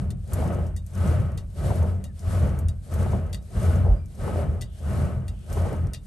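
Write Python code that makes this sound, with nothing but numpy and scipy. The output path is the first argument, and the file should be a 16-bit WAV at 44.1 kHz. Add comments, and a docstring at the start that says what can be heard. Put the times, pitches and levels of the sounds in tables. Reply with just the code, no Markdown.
"""A low boom and a roar die away as a blower stroke ends, then stroke follows stroke.
A cord-driven blower feeds a charcoal furnace in a brick hut, a metre or two from the microphone.
Shaped noise booms in the furnace, roars through the coal and hisses at the nozzle; short filtered bursts
make the clicks of the valve flap, the puffs of gas and the ticks of the coals. Gliding bands of noise
whistle faintly, and a steady, faint outdoor hush stays between the strokes."""
import sys
import numpy as np
from scipy import signal
from scipy.fft import rfft, irfft, next_fast_len
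from scipy.io import wavfile
from scipy.ndimage import uniform_filter1d

SR = 44100
rng = np.random.default_rng(int(sys.argv[2]) if len(sys.argv) > 2 else 0)


def dump_mix(stems):
    """Bounce the given channels to the path in sys.argv[1] as a 16-bit WAV at rate SR."""
    frames = np.atleast_2d(stems).T  # one column per channel
    limited = np.clip(frames, -1, 1)  # hard clip at full scale
    pcm = np.round(limited * 32767).astype(np.int16)
    wavfile.write(sys.argv[1], SR, pcm)


N = 267554  # samples, about 6.07 s


def undb(db):
    """Decibels to an amplitude factor."""
    return 10 ** (np.asarray(db) / 20)


def unit(x):
    """Scale to an RMS of 1 over all channels."""
    return x / np.sqrt(np.mean(x ** 2))


def over_hz(table):
    """A (Hz, value) table read at every FFT bin, straight on a log axis."""
    hz, value = np.transpose(table)
    bins_hz = np.arange(N // 2 + 1) * SR / N
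    return np.interp(np.log(bins_hz + 1), np.log(hz + 1), value)


def resonances(modes):
    """Gain at every FFT bin of broad resonances driven by unrelated eddies, each with steep skirts."""
    f = np.arange(N // 2 + 1) * SR / N + 1  # the 1 keeps the division below finite
    power = 0
    for hz, width, db in modes:
        detuning = (f - hz * hz / f) / width
        power = power + undb(db) ** 2 / (1 + detuning ** 2) ** 2
    return np.sqrt(power)


def walk(rate):
    """A wandering level: random steps held 1 / rate s, then smoothed twice over the same time."""
    hold = int(SR / rate)
    steps = np.repeat(rng.standard_normal(N // hold + 1), hold)
    return 0.9 * uniform_filter1d(uniform_filter1d(steps, hold), hold)[:N]


def air(gain):
    """Stereo noise of a given colour: a shared and an opposed part set how alike the two sides are."""
    # Each row: frequency in Hz, left-right likeness from 0 to 1.
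    likeness = [(40, .999), (90, 1), (130, 0.91), (260, 0.45), (600, 1), (950, 0.2), (1300, 0.74),
                (1650, 0.5), (3000, 0.72), (7000, 0.52), (8600, 1), (10300, 1), (12500, 0.6)]
    like = np.clip(over_hz(likeness), 0, 1)
    mid, side = (rfft(rng.standard_normal(N)) * gain for _ in range(2))
    opposed = side * np.sqrt(1 - like) * np.array([[1], [-1]])
    return unit(irfft(mid * np.sqrt(1 + like) + opposed, N))


def even(x, depth):
    """Soften the chance swells of a narrow noise by dividing by a power of its envelope."""
    envelope = np.abs(signal.hilbert(x.mean(axis=0), next_fast_len(N)))[:N]
    return unit(x / (envelope + 0.37) ** depth)


def ring(hz, t60, size):
    """A decaying sine, as one mode of a struck body; t60 in seconds."""
    t = np.arange(size) / SR
    return np.sin(2 * np.pi * hz * t) * undb(-60 * t / t60)


def burst(hz, width, t60, tail_db, order=2, size=4000):
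    """A sharp crack with two early echoes and the noisy tail that the walls return, in one band; peak 1."""
    t = np.arange(size) / SR
    one, left, right = rng.standard_normal((3, size))
    tail = (one + 0.55 * np.array([left, right])) * undb(tail_db - 60 * t / max(t60, .005))
    raw = tail * np.minimum(t / 0.00065, 1)  # the tail fades in over 0.65 ms
    raw[:, [30, 42, 70]] += [1, -.8, .5]  # crack, then echoes 12 and 40 samples later
    edges = np.clip([hz - width / 2, hz + width / 2], 200, 15000)
    band = signal.sosfilt(signal.butter(order, edges, "bandpass", fs=SR, output="sos"), raw)
    return band / np.abs(band).max()


def add(track, s, sound):
    """Mix a short sound into the track at time s."""
    i = int(s * SR)
    track[:, i:i + sound.shape[-1]] += sound[..., :N - i]


def strokes():
    """Gains of roar, upper roar, hiss, hollow tone and deep rumble: one shape, played for every stroke."""
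    # Blower strokes. Each row: onset in seconds, length in seconds, then gains in dB of roar,
    # upper roar, hiss and boom.
    pulls = [(-.345, 0.66, -1.5, -1.3, 0, 3.5), (0.306, 0.62, 1, 0, -0.7, 0.5),
             (0.948, 0.64, -1, 1.5, -0.5, 1.2), (1.583, .65, 0.2, -1.2, 0.3, 0.5),
             (2.244, 0.65, -0.8, 0.4, 0.1, 1), (2.907, 0.64, 0.2, 0.1, -0.6, -0.3),
             (3.546, 0.62, 0.6, 1, 0.7, 2.1), (4.192, 0.63, 1, -0.1, -0.7, -0.6),
             (4.836, 0.64, 0.2, 0, 0.1, 0.8), (5.49, 0.65, -0.2, -0.4, -0.7, -2.4),
             (6.17, .65, 0.1, 0.1, 6.5, -6)]
    # Rise, hold and decay of a stroke ahead of its own gains. Each row: time from onset in stroke lengths,
    # then levels in dB of roar, upper roar, hiss, hollow tone and deep rumble.
    stroke_shape = [(-.3, -88, -95, -83, -60, -60), (-.12, -62.5, -73, -62, -65, -52),
                    (-.04, -50.5, -66, -58, -39.5, -52), (0.029, -40, -48, -52.5, -27, -28.5),
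                    (0.172, -33.5, -43, -48, -24, -38), (.38, -36, -46, -56, -25, -36),
                    (.6, -44, -55.5, -66, -28.5, -35), (.72, -51, -61.5, -72, -32, -37),
                    (.85, -65, -75.5, -72, -37.5, -38.5), (1.05, -90, -95, -90, -44, -64)]
    t = np.arange(N) / SR
    at, *shape = np.transpose(stroke_shape)
    power = 0
    for s, length, roar_db, upper_db, hiss_db, boom_db in pulls:
        db = [np.interp((t - s) / length, at, level, left=-120, right=-120) for level in shape]
        gains_db = np.array([[roar_db, upper_db, hiss_db, boom_db, boom_db]]).T
        power = power + undb(np.array(db) + gains_db) ** 2
    return np.sqrt(power)


def boom(tone_flow, deep_flow):
    """The furnace hollow hums over a deeper rumble, as resonant noise; their levels shift now and then."""
    # Furnace hollow and deep rumble. Each row: resonance in Hz, width in Hz, relative level in dB.
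    hollow = [(71.2, 24, -6.5), (86.2, 16.2, 2.5), (128.6, 53.4, -9), (187.5, 36, -14)]
    rumble = [(49.5, 23.5, 0)]
    # Swells of the boom. Each row: centre in seconds, spread (sigma) in seconds, hollow tone rise in dB,
    # deep rumble rise in dB (a fall where negative).
    swells = [(0.093, 0.047, 1, -9), (0.48, 0.024, 4, -13), (0.644, 0.03, 3, 5), (1.068, 0.023, 4.5, -3),
              (1.194, 0.027, 6.5, 2), (1.708, 0.042, 3.5, -1), (1.83, 0.029, 4.5, -5),
              (1.934, 0.023, 2.5, -4), (2.442, 0.021, 7, 4), (2.668, 0.034, 5, 6), (3.0, 0.021, 4.5, 4),
              (3.148, 0.038, 7, 3), (3.83, 0.054, 5.5, 3), (3.911, 0.028, 1.5, 20.5), (4.485, 0.03, 7.5, 5),
              (5.004, 0.036, 4, 4), (5.623, 0.026, 6.5, 10.5), (5.851, .04, 8, 7)]
    t = np.arange(N) / SR
    tone_db, deep_db = 0, 0
    for s, spread, tone_rise, deep_rise in swells:
        bump = np.exp(-.5 * ((t - s) / spread) ** 2)
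        tone_db = tone_db + tone_rise * bump
        deep_db = deep_db + deep_rise * bump
    tone = even(air(resonances(hollow)), 0.15) * tone_flow * undb(tone_db)
    deep = even(air(resonances(rumble)), 0.31) * deep_flow * undb(deep_db)
    return tone + deep


def roar(roar_flow, upper_flow, gust):
    """Air roars through coal bed and pipe: noise in their resonances, shaken in level by turbulence."""
    # Coal bed and pipe, low and upper. Each row: resonance in Hz, width in Hz, relative level in dB.
    pipe = [(207.4, 79, 3.5), (380, 210, -2), (592, 247, -1)]
    upper_pipe = [(887, 135, 1), (1106, 196, 1.5), (1278, 70, 5.5), (1483, 254, -1.5), (1846, 760, -8.5),
                  (2310, 270, -13), (2860, 680, -14)]
    low = air(resonances(pipe)) * roar_flow * undb(1.8 * gust + 1.4 * walk(70))
    upper = air(resonances(upper_pipe)) * upper_flow * undb(1.1 * gust + 1.14 * walk(50))
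    return low + upper


def hiss(flow, gust):
    """The jet at the nozzle hisses: coloured noise that follows the flow and its gusts."""
    # Colour of the hiss. Each row: frequency in Hz, relative level in dB per Hz.
    jet_colour = [(1500, 1.5), (2500, -2), (4000, -0.5), (6300, -2.5), (8500, 2), (10300, 0.5), (11200, 6),
                  (12000, -9), (13000, -28)]
    colour = undb(over_hz([(600, -38)] + jet_colour))
    return air(colour) * flow * undb(1.5 * gust + 1.95 * walk(35))


def crackle(flow):
    """The draught makes the coals crackle faintly: random sparks, in step with the hiss."""
    struck = rng.random(N) < 50 / SR  # about 50 a second
    strength = undb(3.5 + 2.0 * rng.exponential(size=N)) * rng.standard_normal(N)
    sparks = struck * flow * strength
    snap = burst(8700, 5100, 0.049, tail_db=-9.0, size=900)
    return signal.fftconvolve(sparks[None], snap, axes=1)[:, :N]


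def puffs():
    """Sudden puffs of gas in the coal bed: short bursts of low-pitched noise."""
    # Each row: start in seconds, peak in dB, centre in Hz, tail t60 in seconds.
    gas_puffs = [(0.418, -22, 684, 0.16), (0.586, -26, 423, 0.089), (1.109, -23, 446, 0.098),
                 (1.704, -20.5, 620, 0.11), (1.799, -30, 437, 0.026), (1.825, -25.5, 611, 0.21),
                 (2.469, -29, 573, 0.068), (3.06, -25, 630, 0.11), (3.132, -21.5, 620, 0.097),
                 (3.632, -31, 547, 0.15), (3.849, -23.5, 560, 0.36), (4.275, -24, 619, 0.16),
                 (4.358, -19.5, 432, 0.028), (5.567, -23.5, 580, 0.073), (5.652, -27, 638, 0.14),
                 (5.721, -23, 436, 0.12)]
    out = np.zeros((2, N))
    for s, db, hz, t60 in gas_puffs:
        add(out, s, undb(db) * burst(hz, 463, t60, tail_db=-13.5, order=3))
    return out


def blower(roar_flow, upper_flow, hiss_flow):
    """Roar, hiss and crackle follow the flow, the first two under shared gusts; puffs come on top."""
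    gust = walk(24.96)
    blast = roar(roar_flow, upper_flow, gust) + hiss(hiss_flow, gust)
    return blast + crackle(hiss_flow) + puffs()


def flap():
    """Each valve flap contact cracks in the treble and knocks lower down; the knock rings short modes."""
    # Flap contacts. Each row: start in seconds, crack peak in dB, knock over crack in dB,
    # gain of the ringing in the knock in dB, tail t60 in seconds, tail gain under the crack in dB.
    contacts = [(0.104, -32.5, -5.5, -35, 0.072, -19), (0.7635, -31, -13.5, -28, 0.092, -19),
                (1.3746, -32.5, -3.5, -38, 0.11, -19), (2.0403, -27.5, -6, -36.5, 0.11, -26),
                (2.6842, -28, -11, -30.5, 0.08, -21), (3.3288, -29, -4.5, -33, 0.07, -14.5),
                (3.3447, -25, -1.5, -32.5, 0.1, -25.5), (4.6105, -31, -1.5, -37, 0.069, -17),
                (4.6154, -24.5, -20, -23, 0.079, -29), (4.6209, -27, -2, -34.5, 0.1, -22),
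                (5.2806, -30.5, -5.5, -30.5, 0.09, -19.5), (5.9341, -23.5, -13, -27, 0.092, -21.5),
                (5.946, -30, 2, -35.5, 0.1, -24.5)]
    # Short ringing modes, ahead of a chance spread. Each row: frequency in Hz, level in dB, t60 in seconds.
    flap_modes = [(1888, 6, 0.049), (1978, 7, 0.06), (2833, 3, 0.05), (3530, -12, 0.033), (3756, 2, 0.078),
                  (4520, -10, 0.034), (4760, 3, 0.03), (5920, -16, 0.036)]
    out = np.zeros((2, N))
    for s, db, knock_db, ring_db, t60, tail_db in contacts:
        modes = 0
        for hz, mode_db, mode_t60 in flap_modes:
            level_chance, pitch_chance = rng.standard_normal(2)
            mode = ring(hz * (1 + 0.0094 * pitch_chance), mode_t60, size=4000)
            modes = modes + undb(mode_db + 1.1 * level_chance) * mode
        knock = burst(4380, 3270, t60, tail_db)
        rung = signal.fftconvolve(knock, modes[None], axes=1)[:, :4000]
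        add(out, s, undb(db) * burst(8360, 5050, t60, tail_db))
        add(out, s, undb(db + knock_db) * (knock + undb(ring_db) * rung))
    return out


def coals():
    """The louder ticks of the coals: single wide-band cracks in the treble."""
    # Each row: start in seconds, peak in dB, centre in Hz, tail t60 in seconds.
    ticks = [(0.2766, -42, 8100, 0.048), (0.3333, -22, 9900, 0.076), (0.666, -40, 8200, 0.1),
             (0.864, -37.5, 9200, 0.086), (0.9527, -35, 8750, 0.032), (1.3184, -44, 8570, 0.044),
             (1.756, -35, 9500, 0.05), (2.193, -35.5, 7810, 0.2), (2.5887, -29, 10200, 0.064),
             (2.9158, -40, 8540, 0.04), (2.939, -29.5, 9900, 0.064), (3.4263, -45, 8600, 0.04),
             (3.925, -45, 9500, 0.04), (4.0578, -44.5, 8930, 0.078), (4.151, -44, 8600, 0.04),
             (5.5009, -38, 8050, 0.043), (5.5273, -31, 9300, 0.1), (5.7283, -38, 9200, 0.048),
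             (5.8698, -37.5, 7600, 0.032)]
    out = np.zeros((2, N))
    for s, db, hz, t60 in ticks:
        add(out, s, undb(db) * burst(hz, 6000, t60, tail_db=-19))
    return out


def whistles():
    """Faint airy whistles: bands of noise around a gliding pitch, fading in and out."""
    # Each row: start in seconds, end in seconds, start pitch in Hz, end pitch in Hz, rough width in Hz,
    # level in dB ahead of the fades.
    glides = [(2.064, 2.135, 1950, 1610, 40, -67), (2.725, 2.885, 1570, 1580, 30, -76),
              (3.848, 4.063, 4800, 4900, 70, -74), (3.947, 4.09, 2440, 2310, 60, -70),
              (4.616, 4.925, 3380, 2990, 900, -67.5), (5.301, 5.548, 2820, 3060, 990, -67)]
    out = np.zeros((2, N))
    for start, end, hz0, hz1, width, db in glides:
        size = int((end - start) * SR)
        phase = 2 * np.pi * np.cumsum(np.linspace(hz0, hz1, size)) / SR
        # slow noise on cosine and sine widens the tone into a band
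        waver = uniform_filter1d(rng.standard_normal((2, 2, size)), int(SR / width))
        band = unit(waver[0] * np.cos(phase) + waver[1] * np.sin(phase))
        add(out, start, undb(db) * band * signal.windows.tukey(size, .4))
    return out


def hush():
    """The faint outdoor hush: coloured noise whose level drifts slowly."""
    # Each row: frequency in Hz, relative level in dB per Hz.
    hush_colour = [(40, 17), (90, 3), (200, -4), (500, -20), (1000, -40), (3000, -28), (5500, -64),
                   (8500, -23), (11200, -43), (13000, -58)]
    return air(undb(over_hz(hush_colour))) * undb(-49.5 + 1.4 * walk(2.3))


def scene():
    """The strokes drive boom and blower; flap, ticks, whistles and hush are laid beside them."""
    roar_flow, upper_flow, hiss_flow, tone_flow, deep_flow = strokes()
    blown = boom(tone_flow, deep_flow) + blower(roar_flow, upper_flow, hiss_flow)
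    return blown + flap() + coals() + whistles() + hush()


def record(dry):
    """Two microphone ports differ in level and phase; the deepest bass and the top are cut."""
    # Level balance. Each row: frequency in Hz, left minus right in dB.
    balance_db = [(60, -1.5), (110, 3), (200, -1.5), (350, 3.5), (640, 0), (1160, 1.5), (2100, 3),
                  (3790, 4), (6860, 2.5), (12400, -1)]
    # Phase between the ports. Each row: frequency in Hz, lead of the left port in radians.
    port_lead = [(30, 0), (260, .4), (1300, .15), (1750, -.6), (2700, .9), (4300, .4), (6600, .1),
                 (7700, 1.), (8600, 0), (10300, -3.2), (12060, -6.3), (13400, -9)]
    # half of each difference goes to the left, the opposite half to the right
    half = undb(over_hz(balance_db) / 2) * np.exp(.5j * over_hz(port_lead))
    ports = irfft(rfft(dry) * np.array([half, 1 / half]), N)
    ports = signal.sosfilt(signal.butter(4, 37, "highpass", fs=SR, output="sos"), ports)
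    return signal.sosfilt(signal.ellip(8, .2, 70, 13000, fs=SR, output="sos"), ports)


dry = scene()
out = record(dry)
dump_mix(out)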